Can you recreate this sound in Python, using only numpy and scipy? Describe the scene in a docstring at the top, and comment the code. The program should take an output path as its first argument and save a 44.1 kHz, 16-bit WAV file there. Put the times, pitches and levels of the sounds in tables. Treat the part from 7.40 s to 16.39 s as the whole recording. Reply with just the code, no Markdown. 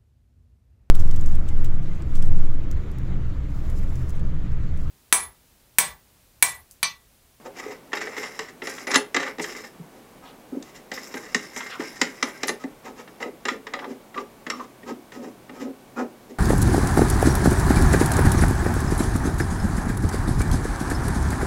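"""In a small workshop, a steel nut is spun down a greased threaded shaft on a kart frame.
Flicked, it clacks in the play of its thread and coasts with a fine rasp; later it is turned
in short gripped strokes that rub, squeak and thump through the frame.
Impacts and random grains drive resonances of nut, skin and frame; squeaks are gliding noise bands.
Wall reflections are added, over a steady air noise, a distant fan and a late hum."""
import sys
import numpy as np
from scipy import signal
from scipy.fft import rfft, irfft, next_fast_len
from scipy.io import wavfile
from scipy.ndimage import uniform_filter1d, map_coordinates

SR = 44100
rng = np.random.default_rng(int(sys.argv[2]) if len(sys.argv) > 2 else 0)


def transcribe(signal):
    """Save signal, clipped to [-1, 1], as a 16-bit WAV file at the path in sys.argv[1]."""
    frames = np.atleast_2d(signal).T
    limited = np.clip(frames, -1, 1)
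    pcm = np.round(limited * 32767).astype(np.int16)
    wavfile.write(sys.argv[1], SR, pcm)


N = 396263
TIME_S = np.arange(N) / SR
BINS_HZ = np.fft.rfftfreq(8192, 1 / SR)

# Gripped strokes: t/s, length/s, skin rub level/dB, frame rumble level/dB, thread hiss level/dB
STROKES = [(0.045, 0.038, -38, -37, -50), (0.14, 0.073, -51, -45, -45), (0.22, 0.12, -38.5, -39.5, -42),
           (2.5, 0.11, -56, -51, -55), (2.82, 0.14, -50.5, -55, -62), (3.11, 0.066, -49, -38.5, -60),
           (3.215, 0.15, -59, -75, -54), (3.34, 0.078, -64, -65, -43), (5.195, 0.042, -44, -54, -40),
           (5.435, 0.081, -48, -39.5, -52), (5.56, 0.069, -41.5, -45.5, -40.5), (5.67, 0.17, -59, -68, -55),
           (5.8, 0.096, -38, -31.5, -43.5), (6.06, 0.11, -53, -38, -46), (6.32, 0.061, -41.5, -37.5, -64),
           (6.39, 0.16, -48, -40.5, -47.5), (6.745, 0.081, -37, -37, -41.5), (7.07, 0.13, -60, -45.5, -53),
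           (7.16, 0.1, -45, -46.5, -46), (7.455, 0.078, -40, -36.5, -45.5), (7.72, 0.14, -55, -41.5, -52.5),
           (7.81, 0.091, -46.5, -43, -49.5), (8.1, 0.13, -53, -47.5, -58.5),
           (8.19, 0.11, -45.5, -36, -48.5), (8.555, 0.096, -36.5, -30, -48), (8.89, 0.045, -66, -42, -53.5)]
# Flicks that set the nut coasting: t/s, time until a finger stops it/s, rasp level/dB, rattle level/dB
FLICKS = [(0.16, .19, -51, -43), (0.535, 0.3, -45, -36.5), (0.777, 0.27, -43.5, -43),
          (0.99, 0.11, -61, -47), (1.225, 0.21, -41, -40), (1.47, 0.11, -42.5, -32), (1.75, 0.15, -47, -31),
          (1.99, 0.275, -42.5, -40.5), (3.521, 0.26, -43, -44), (3.74, 0.19, -47, -45),
          (3.952, .21, -45, -47.5), (4.16, 0.27, -44, -45.5), (4.392, 0.25, -44.5, -45),
          (4.615, 0.26, -47.5, -45), (4.83, 0.32, -47, -44)]
# Soft pushes of the hand on the frame, before common trim: t/s, level/dB, centre f/Hz
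THUMPS = [(0.261, -20, 386), (1.766, -25.5, 223), (2.396, -28, 134), (3.123, -20, 270), (3.167, -15.5, 227),
          (3.745, -21.5, 275), (3.95, -18.5, 239), (4.395, -14.5, 270), (4.617, -15, 235), (4.83, -17, 251),
          (5.241, -19, 282), (6.114, -18.5, 274), (6.508, -23.5, 260), (7.515, -19, 250), (7.773, -26, 233),
          (7.87, -28, 230), (8.234, -28.5, 235)]
# Nut against thread flank, before common trims: t/s, level/dB, treble re level/dB, frame knock re level/dB
CLACKS = [(0.519, -29.5, -16, -4), (0.531, -14.5, -12, -5), (0.5706, -21, -7, -5), (0.607, -31, -3, -12),
          (0.6702, -22.5, -19, -4.5), (0.779, -21.5, -11, -4.5), (0.991, -20, -1, -4),
          (1.219, -23, -20, -2), (1.271, -22.5, -2, 0.5), (1.381, -25.5, -21, -25), (1.4697, -21, -5, -2),
          (1.5137, -22.5, 6, -4), (1.5424, -15.5, 7, -22), (1.5492, -6, -15, -34), (1.5568, -4.5, 1, -6),
          (1.7447, -10, -7.5, -11), (1.764, -11, -4.5, -7), (1.8294, -17, -24, -20), (1.8745, -22, -23, -9),
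          (1.9832, -28, -8, 4), (1.9957, -19, -20, 1), (2.041, -19, -6, -25), (3.2247, -45.5, 14, 0),
          (3.5159, -20.5, -6.5, -4.5), (3.5745, -23, -29, -9), (3.74, -25, -5, -1), (3.9457, -13.5, 3, -9),
          (4.162, -24.5, -19, -1.5), (4.2053, -23.5, -29, -20), (4.4024, -21, -18, -0.5),
          (4.6142, -8.5, 1.5, -6), (4.8264, -9.5, -1, -9.5), (5.032, -15.5, 1, -1.5), (5.0807, -17, 2, -11),
          (5.0912, -14.5, -2.5, -1.5), (5.2371, -27, -11, 2.5), (5.676, -34, -24, -5),
          (5.803, -31.5, -16, 3), (5.826, -18.5, -14, -19), (6.0529, -17, -3.5, -4),
          (6.084, -11.5, -9, -25), (6.268, -23.5, -13, -7), (6.3365, -17, -9, -8), (6.39, -25, -26, -5),
          (6.4425, -27, -30, -15), (6.743, -31, -25, -9), (6.776, -23.5, -22, -7), (7.0658, -22, -13, -6),
          (7.1002, -16, 0, -12), (7.198, -35, -26, -11), (7.431, -36.5, -32, 0), (7.7198, -32.5, -9, -4),
          (8.094, -31.5, -23, 0.5)]
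# Single nut modes after a clean flick: t/s, level/dB, f/Hz, time to fall by 66.6 dB/s
PINGS = [(1.5495, -5.5, 2010, 0.031), (1.56, -24.5, 9760, 0.15), (1.748, -26, 2030, 0.018),
         (3.947, -2, 1827, 0.027), (5.085, -19, 9730, 0.036), (6.081, -30, 1740, 0.033)]
# Skids of fingertips and thread on steel: t/s, length/s, level/dB, start f/Hz, end f/Hz, width/Hz
SLIPS = [(2.01, 0.033, -38, 8000, 5500, 3500), (2.835, .1, -57, 3540, 3150, 1400),
         (4.148, 0.093, -47, 1547, 1465, 1790), (4.289, 0.078, -43.5, 3400, 2220, 2100),
         (4.296, 0.094, -42.5, 1850, 988, 453), (4.378, 0.094, -43.5, 1453, 1273, 1930),
         (5.068, 0.02, -39, 9500, 9700, 6000), (5.467, 0.026, -45.5, 1173, 1064, 1600),
         (5.583, 0.034, -48, 1477, 1440, 2020), (6.412, 0.058, -39.5, 1248, 877, 600),
         (6.754, 0.051, -32.5, 1075, 1275, 109), (7.105, 0.057, -39, 1254, 1093, 140),
         (7.19, 0.03, -35, 1157, 1086, 140), (8.554, 0.079, -38.5, 1340, 1450, 68)]

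# Resonances, relative levels: f/Hz, nominal width/Hz, level/dB
# nut and shaft
NUT_MODES = [(1150, 320, -6.5), (1384, 7.5, -3), (1740, 220, -7), (1817, 45, 1.5), (1974, 225, 2),
             (2743, 244, -6.5), (3130, 620, -12), (3830, 180, -11.5), (5180, 500, -9.5), (5510, 50, -4),
             (5950, 190, -7), (6430, 120, -8.5), (7200, 590, -5), (9600, 146, -16), (11000, 270, -18),
             (11800, 110, -20), (12400, 250, -17), (14900, 56, -26)]
# frame
FRAME_MODES = [(240.4, 43.5, -4), (270, 140, 3.5), (340, 99, -5.5), (421.8, 21, 7.5), (530.6, 13, -0.5),
               (600.6, 17, -0.5), (826, 14, 5.5), (882, 45, -9)]
# nut held in the fingers
HELD_MODES = [(785, 220, 13), (996, 340, 12.5), (1192, 26, 8), (1270, 18, 25), (1650, 300, 9.5),
              (1930, 230, 4), (2446, 113, 11.5), (3500, 600, -26.5)]
# frame with the hand pressing the nut onto it
PRESSED_MODES = [(252.8, 41, 4.5), (366, 16, 1), (415, 120, 0.5), (516, 87, -2.5), (600, 36, -17),
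                 (748, 47, -8.5), (847, 18, -15.5)]
# narrow modes of the freely turning nut
SINGING_MODES = [(1586, 40, 10), (2128, 77, 9), (4130, 69, -8), (5270, 120, -3), (7180, 140, -15),
                 (9930, 120, -2.5)]

# Contact force spectra, relative levels: f/Hz, level/dB
# nut striking the thread
CLACK_FORCE = [(100, -13), (300, -4), (700, 5), (1200, 8), (1900, 5), (3000, 2), (4000, 8), (7500, 1),
               (9500, -3), (12500, -7), (16000, -13)]
# nut skating on the thread
RASP_FORCE = [(100, -32), (350, 28), (800, 9), (1400, 9.5), (1850, 2.5), (2200, 11.5), (3000, -1),
              (4400, 4.5), (5200, 6.5), (7400, -3.5), (8500, 5), (10000, 1), (16000, 14)]
# greased thread under a grip
HISS_FORCE = [(1500, -2), (3000, 0.5), (5000, 2.5), (7500, -4), (9500, -5), (16000, 4)]
# shock reaching the frame
FRAME_FORCE = [(40, -38), (100, -39), (160, -6.5), (230, -1.5), (500, 2), (900, 1), (1600, -66),
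               (5000, -77)]
# fingertip skin
SKIN_FORCE = [(100, -14), (500, 2.5), (900, 12.5), (2500, 4.5), (5000, -14), (12000, -22)]
# pressed frame
PRESS_FORCE = [(60, -56), (170, -20), (225, 3.5), (500, 1), (880, 0), (1400, -31), (5000, -64)]

# Workshop air, spectrum shape: f/Hz, relative density level/dB
AIR_SHAPE = [(15, -45), (25, -7.5), (86, -13.5), (228, -0.5), (291, -3), (557, -5.5), (691, -8), (769, -8),
             (1120, -12.5), (1320, -15.5), (2200, -19), (4330, -24.5), (5090, -25.5), (14600, -27.5),
             (15800, -29)]
# Distant fan: f/Hz, rms level/dB
FAN_TONES = [(752, -76), (1128, -69.5), (1504, -72), (2256, -72)]
# Faint hum that comes up late: t/s, rms level/dB
HUM_LEVEL = [(0, -78.5), (6.9, -70), (7.3, -65), (8.3, -62), (9, -69)]
# Reach of the nut into the deepest frame modes: t/s, gain level/dB
SEATING = [(0, -23), (1.0, -4.5), (1.6, -3), (3.1, 1.5), (5.9, -4.5), (7.5, 6), (9, 3.5)]
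# Room decay: f/Hz, t60/s
ROOM_DECAY = [(150, 0.29), (400, 0.29), (1000, 0.21), (2800, 0.22), (7300, 0.15), (14000, 0.26)]

SPIN_UP_S, DRAG_DB_PER_S, STOP_S = 0.004, 34.5, 0.02  # flick rise, grease drag, finger stop
REBOUND_S, REBOUND_DB, REBOUND_SPREAD_DB = 0.036, 3.5, 6.5  # typical spacing, level re rattle, spread
BITE_S = 0.00079  # build-up time constant of a contact through the grease


def amp(db):
    """Decibels to gain."""
    return 10 ** (np.asarray(db) / 20)


def unit(x):
    """Scales to rms 1."""
    return x / np.sqrt(np.mean(x ** 2) + 1e-20)


def read(points, hz):
    """Interpolates (f/Hz, value) points on a log-frequency axis."""
    point_hz, value = np.transpose(points)
    return np.interp(np.log(hz + 1), np.log(point_hz + 1), value)


def add(mix, start_s, sound):
    """Mixes a sound in at a time, cut at the end of the mix."""
    part = mix[max(round(start_s * SR), 0):][:len(sound)]
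    part += sound[:len(part)]


def wander(rate_hz):
    """Smooth random curve of rms 1, with a Gaussian limit on its rate."""
    size = 4096
    hz = np.arange(size // 2 + 1) * SR / N
    slow = irfft(rfft(rng.standard_normal(size)) * np.exp(-(hz / rate_hz) ** 2))
    return unit(np.interp(np.arange(N), np.linspace(0, N, size), slow))


def grains(per_s, spread_db):
    """Tiny collisions of rough surfaces, random in time, sign and size."""
    size = amp(spread_db * np.minimum(rng.exponential(1, N), 3.5))
    return size * rng.choice([-1, 1], N) * (rng.random(N) < per_s / SR)


def body(modes, force, shade=1, skirt=1):
    """Minimum-phase response of resonances under a contact force; skirt deepens the valleys."""
    power = sum(amp(db) ** 2 / (1 + (2 * (BINS_HZ - hz) / width_hz) ** 2) ** skirt
                for hz, width_hz, db in modes)
    log_gain = np.log(np.sqrt(power) * amp(read(force, BINS_HZ)) * shade + 1e-6)
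    circle = np.concatenate([log_gain, log_gain[-2:0:-1]])
    return np.fft.ifft(np.exp(np.conj(signal.hilbert(circle)))).real[:len(BINS_HZ)]


def nut_halves(force, split_hz, skirt):
    """The nut's low rocking modes and high ringing modes, as two responses."""
    low = 1 / (1 + (BINS_HZ / split_hz) ** 8)
    rocking = body(NUT_MODES, force, np.sqrt(low))
    ringing = body(NUT_MODES, force, np.sqrt(1 - low), skirt)
    return rocking, ringing


def ring(drive, response):
    """A drive sounding through a body, at rms 1."""
    return unit(signal.oaconvolve(drive, response)[:N])


def blow(response, contact_s, scatter, noise):
    """Impact plus dying chatter through a body, scaled by its loudest 2 ms."""
    t_s = np.arange(len(noise)) / SR
    u = t_s / contact_s
    chatter = noise * np.sqrt(u) * np.exp(-u)
    drive = scatter * chatter / np.linalg.norm(chatter) + (t_s == 0)
    sound = signal.fftconvolve(drive, response)
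    sound *= 1 - np.exp(-TIME_S[:len(sound)] / BITE_S)
    return sound / np.sqrt(2 * uniform_filter1d(sound ** 2, size=90).max())


def gestures(table, shape, axis, lag_s=0, stretch=1):
    """Gain over time: one shape per row, as strong as the row's dB column."""
    gain = np.zeros(N)
    for row in table:
        add(gain, row[0] + lag_s, amp(row[axis]) * shape(row[1] * stretch))
    return gain


def travelling(x, share=0.0024, rate_hz=9):
    """Resonances bend slightly as the contact point goes round the thread."""
    place = np.cumsum(1 + share * wander(rate_hz))
    return map_coordinates(x, [place], order=3, mode="mirror")


def swelling(x, edges_hz, depth_db, rate_hz):
    """Splits a sound into mode groups that swell and fade independently."""
    size = next_fast_len(N)
    group = np.searchsorted(edges_hz, np.fft.rfftfreq(size, 1 / SR))
    spectrum = rfft(x, size)
    return [irfft(spectrum * (group == k), size)[:N] * amp(depth_db * wander(rate_hz))
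            for k in range(len(edges_hz) + 1)]


def air(level_db=-49.5):
    """Ventilation and fine hiss: steady shaped noise."""
    spectrum = rfft(rng.standard_normal(N)) * amp(read(AIR_SHAPE, np.fft.rfftfreq(N, 1 / SR)))
    return amp(level_db) * unit(irfft(spectrum, N))


def tones(hum_hz=125, waver_rad=1.0):
    """Fan whine and low hum: sines wavering slightly in phase."""
    drift_rad = waver_rad * wander(rate_hz=2.1)
    fan = sum(amp(db) * np.sin(2 * np.pi * hz * TIME_S + (k + 2) * drift_rad)
              for k, (hz, db) in enumerate(FAN_TONES))
    hum_gain = amp(np.interp(TIME_S, *np.transpose(HUM_LEVEL)))
    hum = hum_gain * np.sin(2 * np.pi * hum_hz * TIME_S + 2 * drift_rad)
    return np.sqrt(2) * (fan + hum)


def press(length_s, power=0.73):
    """Finger pressure over one stroke: a smooth arch."""
    return abs(np.sin(np.pi * np.arange(0, 1, 1 / (length_s * SR)))) ** power


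def gripping(judder_db=6.0, rumble_lag_s=0.0046, rumble_stretch=1.17):
    """Skin and greased thread stick and slip; the frame rumbles slightly later and longer."""
    judder = amp(judder_db * wander(rate_hz=15))
    rub = ring(judder * grains(per_s=800, spread_db=1.5), body(HELD_MODES, SKIN_FORCE, skirt=1.57))
    rumble = ring(grains(per_s=1300, spread_db=1.5), body(PRESSED_MODES, PRESS_FORCE, skirt=1.2))
    hiss = ring(judder * grains(per_s=9500, spread_db=3.5), body(NUT_MODES, HISS_FORCE))
    rumble_gain = gestures(STROKES, press, axis=3, lag_s=rumble_lag_s, stretch=rumble_stretch)
    return (gestures(STROKES, press, axis=2) * rub
            + rumble_gain * rumble
            + gestures(STROKES, press, axis=4) * hiss)


def spin(length_s):
    """Nut speed after one flick: quick rise, steady drag, then a finger stops it."""
    t_s = TIME_S[:SR // 2]
    rise = 1 - np.exp(-t_s / SPIN_UP_S)
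    stop = np.exp(-np.maximum(t_s - length_s, 0) / STOP_S)
    return rise * amp(-DRAG_DB_PER_S * t_s) * stop


def coasting(frame_db=-6, wobble_db=2.0, swell_db=2.0, brighten_power=0.11):
    """The free nut skates on the thread: grains drive its modes, whose groups swell independently."""
    low, high = nut_halves(RASP_FORCE, split_hz=3600, skirt=1.4)
    wobble = amp(wobble_db * wander(rate_hz=48))
    coarse = unit(grains(per_s=460, spread_db=-1.0))
    fine = unit(grains(per_s=4500, spread_db=8.0))
    whirr = ring(wobble * (fine + 0.4 * coarse), high)
    rocking = ring(wobble * (coarse + 0.86 * fine), low)
    whirr = swelling(travelling(whirr), [5750, 8600, 11500], swell_db, rate_hz=12)
    rocking = swelling(travelling(rocking, share=0.02), [1550, 1980], swell_db, rate_hz=16)
    speed = gestures(FLICKS, spin, axis=2)
    bite = (speed / speed.max()) ** brighten_power  # a faster nut wakes more of its top modes
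    rasp = unit(sum(whirr[:2]) + 0.89 * bite * sum(whirr[2:]))
    rattle = unit(sum(rocking)) + amp(frame_db) * ring(coarse, body(FRAME_MODES, FRAME_FORCE))
    return speed * rasp + gestures(FLICKS, spin, axis=3) * rattle


def singing(level_db=-47, swell_db=5):
    """Thin metallic ring of narrow modes, in proportion to nut speed."""
    speed = gestures(FLICKS, spin, axis=2)
    flat_force = [(0, 0), (SR, 0)]
    song = ring(grains(per_s=4200, spread_db=1.5), body(SINGING_MODES, flat_force, skirt=1.6))
    song = sum(swelling(travelling(song), [3000, 6000, 8500], swell_db, rate_hz=8))
    return amp(level_db) * speed / speed.max() * unit(song)


def rebounds(treble_db=-7, knock_db=-5, jitter=0.3, scatter=1.13, chatter_s=0.0086):
    """The coasting nut ticks from flank to flank, unevenly and on average ever more softly."""
    low, high = nut_halves(CLACK_FORCE, split_hz=2400, skirt=1.0)
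    parts = [(low, 0), (high, treble_db), (body(FRAME_MODES, FRAME_FORCE), knock_db)]
    out = np.zeros(N)
    for (start_s, length_s, _, db), draws in zip(FLICKS, rng.standard_normal((len(FLICKS), 12, 1500))):
        delays_s = np.cumsum(REBOUND_S * np.exp(jitter * draws[:, 0]))
        for delay_s, noise in zip(delays_s[delays_s < length_s], draws):
            spread_db = REBOUND_SPREAD_DB * np.clip(noise[1], -2, 2)
            tick_db = db + REBOUND_DB - DRAG_DB_PER_S * delay_s + spread_db
            tick = sum(amp(tick_db + part_db) * blow(part, chatter_s, scatter, noise)
                       for part, part_db in parts)
            add(out, start_s + delay_s, tick)
    return out


def thumps(trim_db=-4, width_octaves=0.64, pad_contact_s=0.0029):
    """Fingertips push the frame; the soft pad wakes modes around one frequency."""
    out = np.zeros(N)
    for (start_s, db, hz), noise in zip(THUMPS, rng.standard_normal((len(THUMPS), 3000))):
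        pad = 1 / (1 + (np.log2((BINS_HZ + 1) / hz) / width_octaves) ** 2) ** 2
        response = body(FRAME_MODES, FRAME_FORCE, pad)
        add(out, start_s, amp(db + trim_db) * blow(response, pad_contact_s, 1.0, noise))
    return out


def clacks(low_db=-4, treble_db=-6.0, knock_db=-3, knock_lag_s=0.00266, scatter=1.39,
           low_chatter_s=0.0045, treble_chatter_s=0.0024, knock_chatter_s=0.012):
    """The nut hits the thread flank; the shock then runs down the shaft into the frame."""
    low, high = nut_halves(CLACK_FORCE, split_hz=3540, skirt=1.0)
    frame, out = body(FRAME_MODES, FRAME_FORCE), np.zeros(N)
    for (start_s, db, treble, knock), noise in zip(CLACKS, rng.standard_normal((len(CLACKS), 3000))):
        add(out, start_s, amp(db + low_db) * blow(low, low_chatter_s, scatter, noise))
        add(out, start_s, amp(db + treble + treble_db) * blow(high, treble_chatter_s, scatter, noise))
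        knock_gain = amp(db + knock + knock_db)
        add(out, start_s + knock_lag_s, knock_gain * blow(frame, knock_chatter_s, 0.98, noise))
    return out


def pings(rise_s=0.0019):
    """Single nut modes ring on after a flick: decaying sines."""
    t_s, out = TIME_S[:SR // 2], np.zeros(N)
    for start_s, db, hz, fall_s in PINGS:
        envelope = 0.00047 ** (t_s / fall_s) * (1 - np.exp(-t_s / rise_s))
        add(out, start_s, amp(db) * envelope * np.sin(2 * np.pi * hz * t_s))
    return out


def slipping(lowest_hz=330):
    """Skin sticks and slips on steel: a gliding band, squeak if narrow, swish if wide."""
    out = np.zeros(N)
    noises = rng.standard_normal((len(SLIPS), 2, SR // 4))
    for (start_s, length_s, db, start_hz, end_hz, width_hz), noise in zip(SLIPS, noises):
        size = min(int(length_s * SR), SR // 4)
        lowpass = signal.butter(2, width_hz / 2, fs=SR, output="sos")
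        flutter = signal.sosfilt(lowpass, noise[0] + 1j * noise[1])[-size:]
        # complex carrier moves the noise up to the gliding centre
        carrier = np.exp(2j * np.pi * np.cumsum(np.geomspace(start_hz, end_hz, size)) / SR)
        band = (flutter * carrier).real * signal.windows.tukey(size, 0.7)
        add(out, start_s, amp(db) * unit(band))
    return signal.sosfilt(signal.butter(3, lowest_hz, "highpass", fs=SR, output="sos"), out)


def seat(x, deep_hz=290):
    """Coupling to the deepest frame modes varies, growing overall as the nut nears its seat."""
    deep = signal.sosfiltfilt(signal.butter(4, deep_hz, fs=SR, output="sos"), x)
    return x + (amp(np.interp(TIME_S, *np.transpose(SEATING))) - 1) * deep


def reflections(build_s):
    """Dense reflections from the workshop walls, each band dying at its own speed."""
    size = SR // 2
    taps = rng.choice([-1., 1.], size) * (rng.random(size) < 4000 / SR)  # 4000 echoes per s
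    hz, t_s, z = signal.stft(taps, SR, nperseg=256)
    decay = 1e-3 ** (t_s / read(ROOM_DECAY, hz)[:, None])
    tail = signal.istft(z * decay, SR, nperseg=256)[1][:size]
    tail *= 1 - np.exp(-(TIME_S[:size] / build_s) ** 2)
    return tail / np.linalg.norm(tail)


def room(x, wet_db=-6.0, build_s=0.0014, cycle_hz=0.6, count=3):
    """Wall reflections; one pattern gives way to the next, cyclically."""
    phases = cycle_hz * TIME_S - np.arange(count)[:, None] / count
    shares = np.maximum(np.cos(2 * np.pi * phases), 0)
    shares /= np.linalg.norm(shares, axis=0)
    wet = sum(signal.oaconvolve(x * share, reflections(build_s))[:N] for share in shares)
    return x + amp(wet_db) * wet


def scene():
    """Nut, hand and frame in the room, over air and tones."""
    coupled = seat(clacks() + rebounds() + coasting() + gripping())
    nut = coupled + singing() + pings() + slipping()
    return (room(nut + thumps()) + air() + tones())[None]


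def record(dry, full_scale=0.92, edge_hz=15950):
    """Rounds off peaks towards full scale, then limits the band."""
    limited = dry / (1 + (dry / full_scale) ** 6) ** (1 / 6)
    lowpass = signal.firwin(511, edge_hz, window=("kaiser", 9), fs=SR)
    return signal.oaconvolve(limited, lowpass[None], "same")


dry = scene()
out = record(dry)
transcribe(out)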